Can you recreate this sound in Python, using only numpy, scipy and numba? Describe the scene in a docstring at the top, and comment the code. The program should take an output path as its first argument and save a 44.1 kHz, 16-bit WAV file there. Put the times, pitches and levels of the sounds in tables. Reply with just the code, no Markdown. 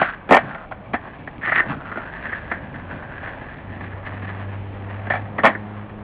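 """A skateboard on rough asphalt in an open parking lot, a few metres from a cheap microphone.
Rolling over stones and blows of tail, wheels and shoes shake the same deck and trucks, over town noise.
At 1.4 s the wheels slide in a pivot, swelling until they grip at 1.6 s; from 2.1 s an engine hums far off.
At 3.8 s the axles begin to sing less clearly; the last hard blows fall near 5.4 s.
The microphone channel is dull; loud peaks are flattened and loud stretches add treble fizz."""
import sys
import numpy as np
from scipy import signal
from scipy.io import wavfile
from scipy.ndimage import uniform_filter1d
from numba import njit

SR = 44100
rng = np.random.default_rng(int(sys.argv[2]) if len(sys.argv) > 2 else 0)


def output_pcm(signal):
    """Save a mono or channel-first signal as 16-bit PCM at the path in sys.argv[1].

    Samples are clipped to [-1, 1] before scaling.
    """
    pcm = np.clip(np.atleast_2d(signal).T, -1, 1) * 32767
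    wavfile.write(sys.argv[1], SR, np.round(pcm).astype(np.int16))


N = 265915
TIME_S = np.arange(N) / SR

# Rolling, relative levels: (time [s], wheel chatter level [dB], deck rumble level [dB], axle pitch [Hz])
ROLL_CURVES = [(0.0, -16.5, -30, 1454), (0.25, -47, -55, 1600), (0.46, -30.5, -28, 1520),
               (0.66, -44.5, -45.5, 1330), (0.9, -61, -39.5, 1710), (1.1, -40, -39.5, 1640),
               (1.33, -50, -42, 1690), (1.55, -41, -26, 1800), (1.71, -36.5, -32, 1406),
               (1.82, -38, -40.5, 1380), (2.01, -33, -37, 1410), (2.15, -34, -41, 1700),
               (2.4, -32.5, -45.5, 1620), (2.6, -39, -43, 1660), (2.92, -36.5, -37.5, 1540),
               (3.4, -34.5, -41.5, 1630), (3.65, -39.5, -43.5, 1765), (4.25, -39.5, -38, 1740),
               (4.6, -43, -44.5, 1675), (4.9, -43, -43, 1790), (5.05, -42, -41, 1705),
               (5.6, -47, -39, 1750), (6.03, -54, -44.5, 1608)]


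def undb(db):
    """Gain of a dB value."""
    return 10 ** (np.asarray(db) / 20)


def level(x, db):
    """Scale to an rms level in dB."""
    return x * undb(db) / np.sqrt(np.mean(x ** 2))


def curves(table):
    """Columns of a table after its time column, interpolated to every sample."""
    s, *columns = np.transpose(table)
    return [np.interp(TIME_S, s, column) for column in columns]


@njit
def svf(x, hz, width_hz):
    """State-variable band-pass with a moving centre, gain 1 there."""
    y, band_state, low_state = np.empty(len(x)), 0., 0.
    for i in range(len(x)):
        g, damping = np.pi * hz[i] / SR, width_hz / hz[i]
        drive = x[i] + 1e-18 - low_state  # the offset avoids denormals
        v = (band_state + g * drive) / (1 + g * (g + damping))
        band_state = 2 * v - band_state
        low_state += 2 * g * v
        y[i] = damping * v
    return y


def band(x, hz, width_hz):
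    """Band-pass at a fixed or moving centre, prewarped for the sample rate."""
    warped_hz = np.tan(np.pi * (hz + np.zeros(N)) / SR) * SR / np.pi
    return svf(x, warped_hz, 1. * width_hz)


def ring(force, modes):
    """Force through parallel modes of alternating sign; white noise about keeps its rms."""
    power = sum(undb(db) ** 2 * np.pi * width_hz / SR for _, width_hz, db in modes)
    out = 0
    for k, (hz, width_hz, db) in enumerate(modes):
        out = out + (-1) ** k * undb(db) * band(force, hz, width_hz)
    return out / np.sqrt(power)


def walk(rate_hz):
    """Random levels held 1 / rate_hz and slewed twice; spread near 1."""
    k = int(SR / rate_hz)
    steps = np.repeat(rng.standard_normal(N // k + 1), k)
    return 1.82 * uniform_filter1d(uniform_filter1d(steps, k), k)[:N]


def grit(rate_hz, spread_db):
    """Stones at random moments, a few much larger than the rest; rms 1."""
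    hit = rng.random(N) < rate_hz / SR
    size_db = spread_db * rng.exponential(size=N).clip(0, 4)
    return level(hit * rng.standard_normal(N) * undb(size_db), 0)


def rolling():
    """Hard wheels chatter over stones into trucks, deck and bolts; axles sing and wheels drum on the road."""
    # rough patches of asphalt: (time [s], extra chatter level [dB], Gaussian width of 2 sigma [s])
    patches = [(0.1, 3, 0.041), (.49, 5.5, 0.056), (1.13, 4, 0.055), (1.704, 15.5, .05), (1.78, 4, .03),
               (1.873, 6, 0.031), (1.929, 4, .06), (2.03, 3, 0.033), (2.168, 3.5, 0.03), (2.3, 4, 0.11),
               (2.755, 6, 0.029), (2.986, 5, 0.045), (3.15, 5, 0.066), (3.276, 8, 0.05), (3.5, 4, .1),
               (3.867, 8, 0.042), (4.063, 4, 0.025), (4.27, 6.5, 0.062), (4.457, 4.5, .06),
               (4.693, -2, 0.039), (4.952, 8, 0.032), (5.792, 5.5, 0.062)]
    # drumming of the wheels on the road: (time [s], level [dB])
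    drum = [(0, -24), (.15, -57), (.44, -28), (.8, -52), (1.1, -36), (1.5, -37), (1.71, -26.5), (1.95, -45),
            (2.3, -37.5), (2.92, -34), (3.3, -40.5), (3.8, -32.5), (3.95, -41), (4.2, -35), (4.6, -47.5),
            (5.1, -35.5), (5.6, -39.5), (6.03, -48)]
    # road modes: (centre [Hz], width [Hz], relative level [dB])
    road = [(133, 82, 0), (178, 67, 1.5), (230, 53, -0.5), (289.8, 49, -4)]
    # how clearly the axles sing over the broad chatter
    sing_fast_db, sing_slow_db, slows_s = -1.3, -8.5, 3.83
    jingle_db = -57  # bolts never rest

    trucks_db, deck_db, axle_hz = curves(ROLL_CURVES)
    rough_db = sum(db * np.exp(-((TIME_S - s) / (width_s / 2)) ** 2 / 2) for s, db, width_s in patches)
    sing_db = np.interp(TIME_S, [slows_s - .15, slows_s + 0.14], [sing_fast_db, sing_slow_db])
    trucks_db = trucks_db + rough_db
    road_db = curves(drum)[0] + 0.23 * rough_db
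    deck_db = deck_db + 0.26 * rough_db

    stones = grit(1500, 1.3) * undb(2.38 * walk(30.076))
    bumps = grit(600, 2.5) * undb(2.0 * walk(15))
    # rows: trucks, deck, thud, bolts
    force = stones * undb([trucks_db - 11.5, deck_db - 4.0, deck_db - 8.0, trucks_db - 24.5])
    force[3] += bumps * undb(jingle_db + .6 * rough_db + 1.3 * walk(3.3))

    roar = undb(trucks_db - sing_db - 0.5) * band(band(stones, 1500, 1300), 1500, 1300)
    axle_drive = stones * undb(trucks_db + sing_db + 6.5)
    axles = band(band(axle_drive, axle_hz, 420), axle_hz, 420)
    drumming = undb(road_db) * ring(bumps, road)
    return force, axles + roar + drumming


def board(force):
    """All parts of the board ring; light jolts mostly reach the axles, whose pitch is set by the load."""
    # modes of trucks, deck, its low thud and bolts: (centre [Hz], width [Hz], relative level [dB])
    truck_modes = [(1288, 150, 2.5), (1481, 110, 1), (1750, 52, -4), (1822, 53, 13), (1866.6, 78, 9),
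                   (2040, 192, 1.5)]
    deck_modes = [(541.6, 79, -4), (650.7, 72, 2), (745, 94, 5.5), (818.4, 200, 1), (1138, 169, -5)]
    thud_modes = [(231, 173, -4), (242, 54, 2.5), (314, 71, -4), (341.3, 63, 0.5), (453, 54, -9)]
    bolt_modes = [(2310, 170, 2), (2700, 160, -2), (2669, 430, -2.5), (3450, 350, -6.5), (3378, 610, -8)]

    trucks, deck, thud, bolts = force
    axle_hz = curves(ROLL_CURVES)[-1]
    play = .12  # the bushings pass only so much force
    bushing_force = play * np.tanh(trucks / play)
    axle = undb(14.5) * band(band(bushing_force, axle_hz, 380), axle_hz, 380)
    metal = undb(-3.0) * ring(trucks, truck_modes) + axle + ring(bolts, bolt_modes)
    wood = undb(2.5) * ring(deck, deck_modes) + ring(thud, thud_modes)
    return metal + wood


def town():
    """Half-octave noise bands that swell together and flicker alone."""
    # spectrum before the overall level is set: (frequency [Hz], relative level [dB])
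    spectrum = [(15, -38), (25, -5), (111, -1.5), (152, -6), (215, -3), (358, -12.5), (551, -8.5),
                (734, -10.5), (1200, -17.5), (1810, -24), (3340, -32.5), (4340, -67), (7350, -120)]
    town_rms_db = -38

    table_hz, table_db = np.transpose(spectrum)
    out, swell = 0, walk(.6)
    for hz in 25 * 2 ** np.arange(0, 7.6, .5):
        drift_db = .8 * swell + 1.8 * walk(7)
        db = np.interp(np.log(hz), np.log(table_hz), table_db) + drift_db
        noise = rng.standard_normal(N)
        out = out + undb(db) * band(band(noise, hz, hz / 2), hz, hz / 2)
    return level(out, town_rms_db)


def blows():
    """Each blow is one hard knock, then chatter between wood, metal and ground that dies away."""
    # relative force levels; 60 dB decay capped at 0.2 s:
    # (time [s], trucks level [dB], deck level [dB], thud level [dB], rattle decay [s])
    blow_table = [(0.0161, -5.5, -7, -15.5, 0.044), (0.027, -9, -18.5, -39, 0.043),
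                  (0.0425, -18, -26, -45, 0.034), (0.2924, -20, -16, -16, 0.082),
                  (0.3099, -7, -5, -6, 0.04), (0.3211, -1, -5, -8, 0.068), (0.3316, -4.5, -6, -9, 0.1),
                  (0.3461, -9, -4.5, -32, 0.068), (0.3564, -8, -10.5, -17, .04),
                  (0.368, -2, -8.5, -18, 0.045), (0.3748, -12, -12.5, -25, 0.093),
                  (0.4387, -33, -33, -26.5, 0.069), (0.5094, -26, -33, -43, 0.036),
                  (0.5487, -24.5, -28, -42, 0.053), (0.7134, -38, -25.5, -46, 0.06),
                  (0.7227, -24.5, -29, -40, 0.042), (0.9357, -12.5, -18.5, -18.5, 0.064),
                  (0.943, -17, -20, -25, 0.055), (0.953, -19.5, -25, -29.5, 0.061),
                  (1.2761, -21, -28.5, -31, 0.027), (1.4334, -16, -33, -34.5, 0.033),
                  (1.4743, -10.5, -30, -28, 0.1), (1.495, -15, -25, -35, 0.019),
                  (1.5209, -5, -18.5, -32, 0.068), (1.5577, -6.5, -36, -24.5, .07),
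                  (1.578, -6.5, -35, -22, 0.092), (1.6006, -2, -21, -23, 0.038),
                  (1.73, -27, -37, -22, 0.063), (1.9169, -23.5, -35, -30, 0.086),
                  (1.9586, -22, -38, -24, 0.044), (1.9733, -23.5, -27, -24.5, 0.072),
                  (2.2548, -19, -29.5, -36, .046), (2.2946, -25, -46, -33.5, 0.079),
                  (2.3235, -20.5, -34.5, -31, 0.14), (2.5157, -12, -24.5, -23.5, .086),
                  (2.5377, -29, -38, -51, 0.24), (2.744, -26, -40, -31, 0.067),
                  (3.025, -28, -35, -43, 0.065), (3.2299, -36, -29, -49, 0.1),
                  (3.273, -29.5, -37, -49, 0.26), (3.414, -31, -40, -33, 0.039),
                  (3.8073, -34.5, -32.5, -45, 0.22), (3.9247, -25.5, -43, -47, 0.033),
                  (4.0695, -32.5, -40, -42, 0.089), (5.0697, -29.5, -34, -29, 0.1),
                  (5.1027, -11, -17, -28.5, 0.094), (5.1169, -17.5, -29, -43, .12),
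                  (5.137, -18, -20, -25.5, 0.069), (5.1533, -23.5, -23.5, -36, 0.14),
                  (5.3854, -6.5, -16, -22, 0.052), (5.436, -8, -10, -18.5, 0.063),
                  (5.445, .6, -7, -9, 0.051), (5.4538, -6, -5.5, -29, 0.099), (5.4616, .6, -7.5, -30, 0.06),
                  (5.4696, -7.5, -14.5, -12.5, 0.091), (5.4854, -17, -17.5, -31, 0.083),
                  (5.5516, -18.5, -38, -25, 0.043), (5.896, -41, -33, -32, 0.04)]
    # knock over the chatter, one value each for trucks, deck, thud, bolts: (level [dB])
    knock_db = [2.5, 7.5, 12.5, -2]
    bolts_db, bolts_on_deck, bolts_slope = -6.5, 0.5, 1.01  # bolts follow deck and trucks
    bounce_db, bounce_samples = 2, 90  # the chatter comes in uneven bounces
    shudder_db, shudder_s = -20, 0.042  # loose parts shake on after a blow
    rise_s, knock_sigma_s = 0.003014, .00005  # contact builds up over the rough surface

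    t = np.arange(SR // 5) / SR
    count = len(blow_table)
    chatter = rng.standard_normal((count, len(t)))
    bounces = np.repeat(rng.standard_normal((count, len(t) // bounce_samples)), bounce_samples, axis=1)
    chatter = chatter * undb(bounce_db * bounces - bounce_db ** 2 / 11.0)
    knock = undb(knock_db)[:, None] * np.exp(-.5 * ((t - rise_s) / knock_sigma_s) ** 2)
    force = np.zeros((4, N + len(t)))
    for (s, trucks_db, deck_db, thud_db, decay_s), shake in zip(blow_table, chatter):
        start = int((s - .004) * SR)
        decay = np.exp(-np.log(1000) * t / np.clip(decay_s, .005, .2))
        rattle = shake * np.minimum(t / rise_s, 1) ** 2 * decay
        shudder = undb(shudder_db) * shake * np.exp(-t / shudder_s) * (1 - t / t[-1])
        mixed_db = bolts_on_deck * deck_db + (1 - bolts_on_deck) * trucks_db
        gain = undb([trucks_db, deck_db, thud_db, bolts_db + bolts_slope * mixed_db])
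        force[:, start:start + len(t)] += gain[:, None] * (knock + rattle + shudder)
    return force[:, :N]


def pivot():
    """Wheels slide sideways, harder until they grip: dense stick-slip over stones with a narrow screech."""
    start_s, grip_s, screech_hz = 1.41, 1.598, 1810
    peak_db, swell_db_per_s, release_db_per_s = -18, 117.5, 697  # drive level

    below_peak_db = np.maximum(swell_db_per_s * (grip_s - TIME_S), release_db_per_s * (TIME_S - grip_s))
    drive_db = peak_db - below_peak_db + 1.7 * walk(58.0)
    rasp = grit(3000, 2.5) * undb(drive_db) * (TIME_S > start_s)
    screech = undb(15.0) * band(band(rasp, screech_hz, 410), screech_hz, 410)
    scrape = undb(12.0) * band(band(rasp, 1500, 950), 1500, 950)
    return screech + scrape


def engine():
    """A far, slowly rising hum whose partials waver with the air on the way."""
    # relative levels: (time [s], firing rate [Hz], fundamental level [dB], overtone level [dB])
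    firing = [(2.3, 88.9, -50, -56.5), (2.9, 91, -37.5, -46.5), (3.3, 95.1, -54, -67),
              (3.56, 96.8, -48, -62), (3.68, 96.7, -35, -65), (4.04, 97.6, -34, -53.5),
              (4.3, 99, -28.5, -47.5), (4.75, 98.8, -30, -40), (5.0, 100.6, -28, -44.5),
              (5.2, 102.2, -28.5, -43.5), (5.47, 102.6, -41, -35), (5.6, 104.8, -34.5, -39),
              (5.81, 103.4, -30.5, -40), (5.9, 104.3, -40, -44), (6.03, 105, -31, -40)]
    # overtones: (multiple of the firing rate, relative level [dB])
    overtones = [(2, 1), (3, -6), (4, -8.5), (5, -9.5)]

    hz, db, upper_db = curves(firing)
    phase = 2 * np.pi * np.cumsum(hz) / SR
    upper = sum(undb(d + 0.92 * walk(4.1)) * np.sin(k * phase) for k, d in overtones)
    hum = undb(db + 1.2 * walk(5.6)) * np.sin(phase) + undb(upper_db) * upper
    fade_in = np.clip(TIME_S - firing[0][0] + .2, 0, .2) / 0.26  # settles at 0.77
    return np.sqrt(2) * hum * fade_in


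def scene():
    """The board with a few dull echoes, the engine and the town."""
    # echoes off parked cars and kerbs: (delay [s], level [dB])
    echo_table = [(.021, -17.5), (0.045, -31.5), (.078, -29), (0.121, -38.5)]

    chatter, wheels = rolling()
    near = board(blows() + chatter) + wheels + pivot()
    dull = band(near, 1100, 910)
    echoes = sum(undb(db) * np.pad(dull, (int(s * SR), 0))[:N] for s, db in echo_table)
    return (near + echoes + engine() + town())[None]


def record(dry):
    """A dull narrow microphone channel; overload flattens the peaks and makes the treble fizz."""
    mic_hz, band_hz, top_hz = 3194, 4700, 10100  # low-pass corners
    full_scale, knee = 0.9, 9.0  # higher knee: harder clipping

    x = signal.sosfilt(signal.butter(5, mic_hz, fs=SR, output="sos"), dry)
    x = signal.sosfilt(signal.ellip(8, .3, 60, band_hz, fs=SR, output="sos"), x)
    # how hard the input is driven
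    strain = np.clip(uniform_filter1d(np.abs(x), size=2000) - .14, 0, .15)
    fizz = undb(-23.5) * strain * band(rng.standard_normal(N), 7200, 6000)
    x = x / (1 + np.abs(x / full_scale) ** knee) ** (1 / knee) + fizz
    return signal.sosfilt(signal.ellip(10, .2, 70, top_hz, fs=SR, output="sos"), x)


dry = scene()
out = record(dry)
output_pcm(out)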